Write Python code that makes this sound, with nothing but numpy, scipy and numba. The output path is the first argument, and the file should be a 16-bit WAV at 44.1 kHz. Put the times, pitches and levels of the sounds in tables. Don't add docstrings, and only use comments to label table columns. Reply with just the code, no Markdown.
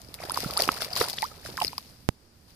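import sys
import numpy as np
from scipy import signal
from scipy.fft import rfft, irfft
from scipy.io import wavfile
from scipy.ndimage import uniform_filter1d
from numba import njit

SR = 44100
rng = np.random.default_rng(int(sys.argv[2]) if len(sys.argv) > 2 else 0)


def master_out(mix):
    frames = np.transpose(np.atleast_2d(mix))
    ceiling = np.clip(frames, -1, 1)
    pcm = np.round(ceiling * 32767).astype(np.int16)
    wavfile.write(sys.argv[1], SR, pcm)


def voltage_ratio(level):
    return 10 ** (np.asarray(level, float) / 20)


N = 112454
TIME = np.arange(N) / SR

POP_CYCLES = 2.6
POP_RISE = 0.45


def colour(x, table, resonance=None):
    size = 4096
    f = np.arange(size // 2 + 1) * SR / size + 1
    hz, db = np.array(table).T
    gain_db = np.interp(np.log(f), np.log(hz), db)
    if resonance:
        centre, width, peak_db = resonance
        bump = (voltage_ratio(peak_db) ** 2 - 1) / (1 + (2 * (f - centre) / width) ** 2)
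        gain_db = gain_db + 10 * np.log10(1 + bump)
    cepstrum = irfft(np.log(voltage_ratio(gain_db)))
    cepstrum[1:size // 2] *= 2
    cepstrum[size // 2 + 1:] = 0
    response = irfft(np.exp(rfft(cepstrum)))[None, :size // 2]
    return signal.fftconvolve(x, response, axes=1)[:, :N]


def unit(x):
    return x / np.sqrt(np.mean(x ** 2))


def walk(rate):
    hold = int(SR / rate)
    steps = np.repeat(rng.standard_normal(N // hold + 1), hold)
    return uniform_filter1d(steps, hold)[:N]


def pair(alike_hz):
    noise = rng.standard_normal((3, N))
    low = signal.lfilter(*signal.butter(1, alike_hz, fs=SR), noise[0])
    high = signal.lfilter(*signal.butter(1, alike_hz, "high", fs=SR), noise[1:])
    return low + high


@njit
def ring(n, sr, start, size, hz, length, glide, rise, blunt):
    y = np.zeros(n)
    for k in range(len(start)):
        first = int(start[k] * sr) + 1
        last = first + int(length[k] * sr * 6 ** (1 / blunt)) + 1
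        for i in range(max(first, 0), min(n, last)):
            t = i / sr - start[k]
            u = t / length[k]
            cycles = hz[k] * (t + .23 * glide[k] * t * u * u)
            swell = (1 - np.exp(-t * hz[k] / rise)) * np.exp(-u ** blunt)
            y[i] += size[k] * swell * np.sin(2 * np.pi * cycles)
    return y


def grains(s, db, hz, length_s, glide, rise=0.15, blunt=1.24, aside=1):
    lag_ms, lag_spread_ms, pan_spread_db = 0.16, 0.08, 1.8
    place = rng.standard_normal((len(s), 2)).T
    lag = aside * (lag_ms + lag_spread_ms * place[0]) / 1000
    pan = pan_spread_db * place[1] / 2
    one = np.ones(len(s))
    hz = np.clip(hz, 20, SR / 2.5)
    ports = []
    for lag_share, pan_share in ((1, 1), (0.011, -1.1)):
        size = voltage_ratio(db + pan_share * pan)
        ports.append(ring(N, 1. * SR, s + lag_share * lag, size, hz * one,
                          length_s * one, glide * one, rise, blunt))
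    return np.array(ports)


def wood_air():
    # (pitch [Hz], level [dB per Hz])
    wood_curve = [(25, 8), (60, 11.5), (150, -6.5), (400, -8), (1200, -16.5), (3000, -27), (8000, -23.5),
                  (15000, -40)]
    return voltage_ratio(-58.5 + 1.25 * walk(5.97)) * unit(colour(pair(600), wood_curve))


def stir(column):
    # (start [s], length [ms], spray level [dB], slurry level [dB])
    surges = [(-.05, 210, -62, -58), (0.089, 180, -69, -55), (0.186, 148, -48.5, -44),
              (0.308, 260, -41.5, -42), (0.488, 310, -53, -48.5), (0.582, 80, -34, -37.5),
              (.67, 245, -45, -44.5), (0.803, 45.6, -35, -42), (0.897, 110, -46.5, -44.5),
              (0.953, 120, -32.5, -36), (1.005, 17.3, -30.5, -24), (1.07, 88, -43, -46.5),
              (1.148, 147, -45, -53.5), (1.28, 290, -56.5, -55), (1.437, 74, -45.5, -48),
              (1.499, 120, -53, -56.5), (1.573, 188, -47, -53), (1.768, 230, -58, -63),
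              (2.47, 81, -63, -67)]
    rise, drain, roundness = 0.21, 1.66, 2.12
    rows = np.array(surges)
    u = np.maximum(TIME - rows[:, :1], 0) / (rows[:, 1:2] / 1000)
    swell = np.sin(np.pi / 2 * np.minimum(u / rise, 1))
    fall = np.exp(-drain * np.maximum(u - rise, 0) ** roundness)
    power = (voltage_ratio(rows[:, column, None]) * swell * fall) ** 2
    return 10 * np.log10(np.sum(power, axis=0) + 1e-10)


def swarm(level_db, count, low_hz, high_hz, cycles, glide, scatter_db, gain_db):
    u = rng.random((count, 4)).T
    s = u[0] * (N - 1) / SR
    hz = low_hz * (high_hz / low_hz) ** u[1]
    scatter = -scatter_db * np.log(np.maximum(u[2], .07))
    db = level_db[(s * SR).astype(int)] + gain_db + scatter
    return grains(s, db, hz, cycles * (.5 + u[3]) / hz, glide, rise=0.7)


def slosh():
    # (time [s], level [dB])
    heave_levels = [
        (0, -54),
        (.4, -51),
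        (1.5, -53.5),
        (1.9, -54),
        (2.199, -63),
        (2.55, -59.5),
    ]
    # (pitch [Hz], level [dB per Hz])
    spray_curve = [(800, -21), (2000, 1.5), (4000, 1), (8000, -0.5), (15000, -4.5)]
    slurry_curve = [(100, -31), (250, -14.5), (700, 3.1), (1300, -2.5), (2200, -22), (5000, -36.5)]
    heave_curve = [(25, -20), (60, 4.5), (120, -0.5), (250, -10.5), (500, -32)]
    spray_db = stir(column=2)
    slurry_db = stir(column=3)
    heave_db = np.interp(TIME, *np.array(heave_levels).T)

    spray_flicker = 4 * walk(350) + 1.5 * walk(60)
    out = unit(colour(pair(900.), spray_curve)) * voltage_ratio(spray_db - 8 + spray_flicker)
    out = out + unit(colour(pair(800.), slurry_curve)) * voltage_ratio(slurry_db - 9 + 4 * walk(90))
    heave_size = voltage_ratio(heave_db + 2.5 * walk(15)) + voltage_ratio(slurry_db - 15)
    out = out + unit(colour(pair(500.), heave_curve)) * heave_size
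    out = out + swarm(spray_db, count=3500, low_hz=3400., high_hz=15000., cycles=2.5,
                      glide=.05, scatter_db=5, gain_db=-5)
    return out + swarm(slurry_db, count=1500, low_hz=380., high_hz=2600., cycles=1.9,
                       glide=.12, scatter_db=4.5, gain_db=-3.5)


def fade(x, ms):
    return signal.lfilter([1], [1, -np.exp(-1000 / (ms * SR))], x)


def ticks():
    # (time [s], peak level [dB], fizz above the ring [dB], pitch [Hz])
    tick_events = [(0.017, -35.5, -8.5, 6660), (0.047, -40, -17, 5000), (0.086, -40.5, -13, 4900),
                   (0.1416, -29.5, -2.5, 3760), (0.2518, -39.5, 0, 5000), (0.2967, -27, -2.5, 5000),
                   (0.3438, -20, -14.5, 4500), (0.3729, -23.5, -0.5, 4760), (0.387, -27, -10, 5100),
                   (0.404, -36.5, 9, 4740), (0.4386, -41, 8.5, 5100), (0.509, -21.5, -11, 4600),
                   (.5362, -40.5, 8, 5000), (0.5686, -21.5, -13, 4850), (0.5731, -9.5, -18.5, 4330),
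                   (0.6044, -13, -15, 4780), (0.6205, -12.5, -8.5, 4330), (.637, -27.5, -6, 4970),
                   (0.6542, -26, -5.5, 4740), (0.6774, -22, -6.5, 5200), (0.7178, -22, -11, 5160),
                   (0.741, -24.5, -16, 4900), (0.8295, -22.5, -19, 5170), (0.8197, -23.5, -5, 4800),
                   (0.8467, -21, -12, 4300), (0.93, -21.5, -17, 4860), (0.9334, -17, -31, 4740),
                   (0.954, -21, -9.5, 4800), (0.9629, -12.5, -16, 4230), (1.0012, -21.5, -10, 5400),
                   (1.0253, -24, -8, 5170), (1.0412, -21, -14, 4800), (1.085, -30, 2, 4800),
                   (1.0981, -23, -3, 4700), (1.1305, -21, -19, 4730), (1.1356, -26, -14.5, 4100),
                   (1.2214, -28, -2.5, 3970), (1.2412, -25, -9, 4900), (1.263, -28, -30, 5400),
                   (1.461, -32.5, -10, 4170), (1.5710, -22.5, -10.5, 5350), (1.6010, -29, -3, 4870),
                   (1.62, -25, -5, 4800), (1.6295, -35, -11, 5200), (1.6400, -22, -10, 5200),
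                   (1.6472, -13.5, -15.5, 5000), (1.656, -32, -25, 4900), (1.6680, -23.5, -19, 5100),
                   (1.6700, -21, -21, 5300), (1.7802, -19, -12, 4850)]
    fizz_ms, drizzle_ms = 0.78, 11.2
    s, db, fizz_db, hz = np.array(tick_events).T
    kicks = np.zeros(N)
    kicks[(s * SR).astype(int)] = voltage_ratio(db + fizz_db + 4)
    fizz = fade(fade(kicks, fizz_ms / 2), fizz_ms / 2) * 2000 / (fizz_ms * SR)
    drizzle = voltage_ratio(-18.5 + 6.3 * walk(600)) * fade(kicks, drizzle_ms)
    hiss = signal.lfilter(*signal.butter(1, 1800., "high", fs=SR), rng.standard_normal((2, N)))
    bubbles = grains(s, db - 8, hz, 0.96 / 1000, 0.026, rise=0.94, blunt=1.3)
    return bubbles + (fizz + drizzle) * hiss


def slaps():
    # (time [s], peak level [dB], pitch [Hz])
    slap_events = [(0.089, -39, 340), (.250, -30.5, 400), (.320, -36.5, 300), (0.388, -29, 480),
                   (0.4316, -30, 425), (.436, -28, 354), (0.4595, -20.5, 164), (0.501, -29, 497),
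                   (0.6766, -25, 380), (0.6892, -21.5, 322), (1.0053, -39, 423), (1.012, -27.5, 253),
                   (1.47, -38, 130), (1.480, -42, 139), (1.4899, -32, 408), (1.506, -40, 377),
                   (1.521, -40.5, 200), (1.542, -36.5, 516), (1.647, -27, 420)]
    s, db, hz = np.array(slap_events).T
    return grains(s, db + 3.5, hz, 0.64 / hz, -0.016, rise=0.29, blunt=1.13)


def front_pops():
    # (time [s], peak level [dB], pitch [Hz])
    front_events = [
        (.1885, -39.5, 2200),
        (1.186, -21, 3260),
    ]
    s, db, hz = np.array(front_events).T
    return grains(s, db, hz, POP_CYCLES / hz, 0.06, rise=POP_RISE, aside=0)


def pops():
    # (time [s], peak level [dB], pitch [Hz])
    pop_events = [(0.235, -34, 640), (0.306, -30.5, 1230), (.201, -39, 646), (.286, -39, 600),
                  (.315, -49, 1420), (.362, -38, 1090), (.406, -45, 1880), (.544, -44, 503),
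                  (.561, -37, 860), (.637, -32, 2840), (.727, -40.5, 860), (.769, -39, 1300),
                  (.882, -42, 576), (1.038, -32.5, 1330), (1.043, -38, 950), (1.078, -36, 960),
                  (1.602, -36.5, 2830), (1.692, -48, 2130), (0.43, -32.5, 680), (0.5, -34.5, 1130),
                  (0.567, -29.5, 850), (0.598, -22, 662), (0.6762, -31, 770), (0.818, -30.5, 1310),
                  (0.863, -39.5, 516), (0.964, -29, 1030), (1.1345, -37.5, 724), (1.181, -36.5, 1840),
                  (1.73, -37, 940), (1.78, -34.5, 1023), (.3183, -23, 9970), (.577, -20.5, 9200),
                  (1.617, -26, 2790), (1.6782, -32, 4550), (.819, -31, 650), (.8195, -31, 3340),
                  (.805, -36.5, 1500)]
    glide = 0.06
    s, db, hz = np.array(pop_events).T
    ms = POP_CYCLES * (1000 / hz) ** 0.6
    s = s + 0.0011
    main = grains(s, db + 5.5, hz, ms / 1000, glide, rise=POP_RISE)
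    overtone = grains(s, db - 3, hz * 2.78, ms / 4000, glide)
    return main + overtone


def gurgles():
    # (time [s], peak level [dB], pitch [Hz], length [ms], glide [pitch grows by about 0.69 x this share by the
    gurgle_events = [(.296, -31, 934, 6.5, 0.16), (0.3741, -17.5, 1043, 3.46, -0.04),
                     (0.6896, -12, 1197, 2.5, -0.033), (.692, -32, 1277, 8.3, -0.0094),
                     (.910, -43, 715, 17, -0.025), (1.0099, -29, 740, 3.1, 0.2),
                     (1.0121, -20, 1125, 2.8, 0.16), (1.0160, -23, 845, 2, .1), (.6895, -23, 2500, 1, 0.21),
                     (1.68, -34, 4250, 3.4, .02), (0.445, -31, 1335, 4.9, 0.0077),
                     (0.505, -41, 1230, 4.9, 0.094), (0.575, -31, 1188, 12, 0.3),
                     (0.62, -33.5, 523, 15, 0.05), (1.02, -39, 715, 35, 0.3),
                     (1.2272, -25, 852, 22.6, 0.48), (1.228, -31, 2010, 3, -0.05),
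                     (1.4610, -31, 1520, 1.64, -0.07), (1.5765, -26.5, 1240, 2.2, 0.9),
                     (1.6480, -25.5, 2870, 0.7, -0.34), (1.314, -47, 1280, 8.1, -0.02),
                     (1.5858, -29.5, 1050, 12.3, -0.0018), (1.6146, -17.5, 953, 2.74, -0.054),
                     (1.620, -22, 807, 6.8, -0.14), (1.627, -28, 784, 6, 0.22)]
    s, db, hz, ms, glide = np.array(gurgle_events).T
    return grains(s, db, hz, ms / 1000, glide, rise=.4, blunt=2.3) * voltage_ratio(2.5 * walk(400))


def landing_drop():
    start_s, level_db, swing_hz = 2.08922, -1.7, 71
    damping, undershoot = 1.02, 1.2
    angle = np.maximum(TIME - start_s, 0) * 2 * np.pi * swing_hz
    swing = np.cos(angle) - undershoot * np.sin(angle)
    step = (angle > 0) * voltage_ratio(level_db) * np.exp(-damping * angle) * swing
    return np.array([0 * step, step])


def scene():
    # (pitch [Hz], level [dB])
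    left_curve = [(60, -7), (300, 2), (800, -4), (2400, 6), (7000, 2.5), (10500, -0.5), (14000, 7.5)]
    right_curve = [(60, -2), (300, 6.5), (1000, 5.5), (1800, 7), (4500, 4.5), (7500, -4.5), (14000, 7.5)]
    left_resonance = (4893, 935, 13.96)
    right_resonance = (9460, 2300, 10.13)
    air = wood_air() + slosh() + ticks() + slaps() + front_pops() + pops() + gurgles()
    left = colour(air[:1], left_curve, left_resonance)
    right = colour(air[1:], right_curve, right_resonance)
    return np.vstack([left, right]) + landing_drop()


def top_cut(x):
    return signal.sosfilt(signal.butter(12, 15890, fs=SR, output="sos"), x)


def record(dry):
    low_pass = signal.cheby1(7, .3, 14360, fs=SR, output="sos")
    mix = signal.sosfiltfilt(low_pass, dry)
    return top_cut(mix)


dry = scene()
out = record(dry)
master_out(out)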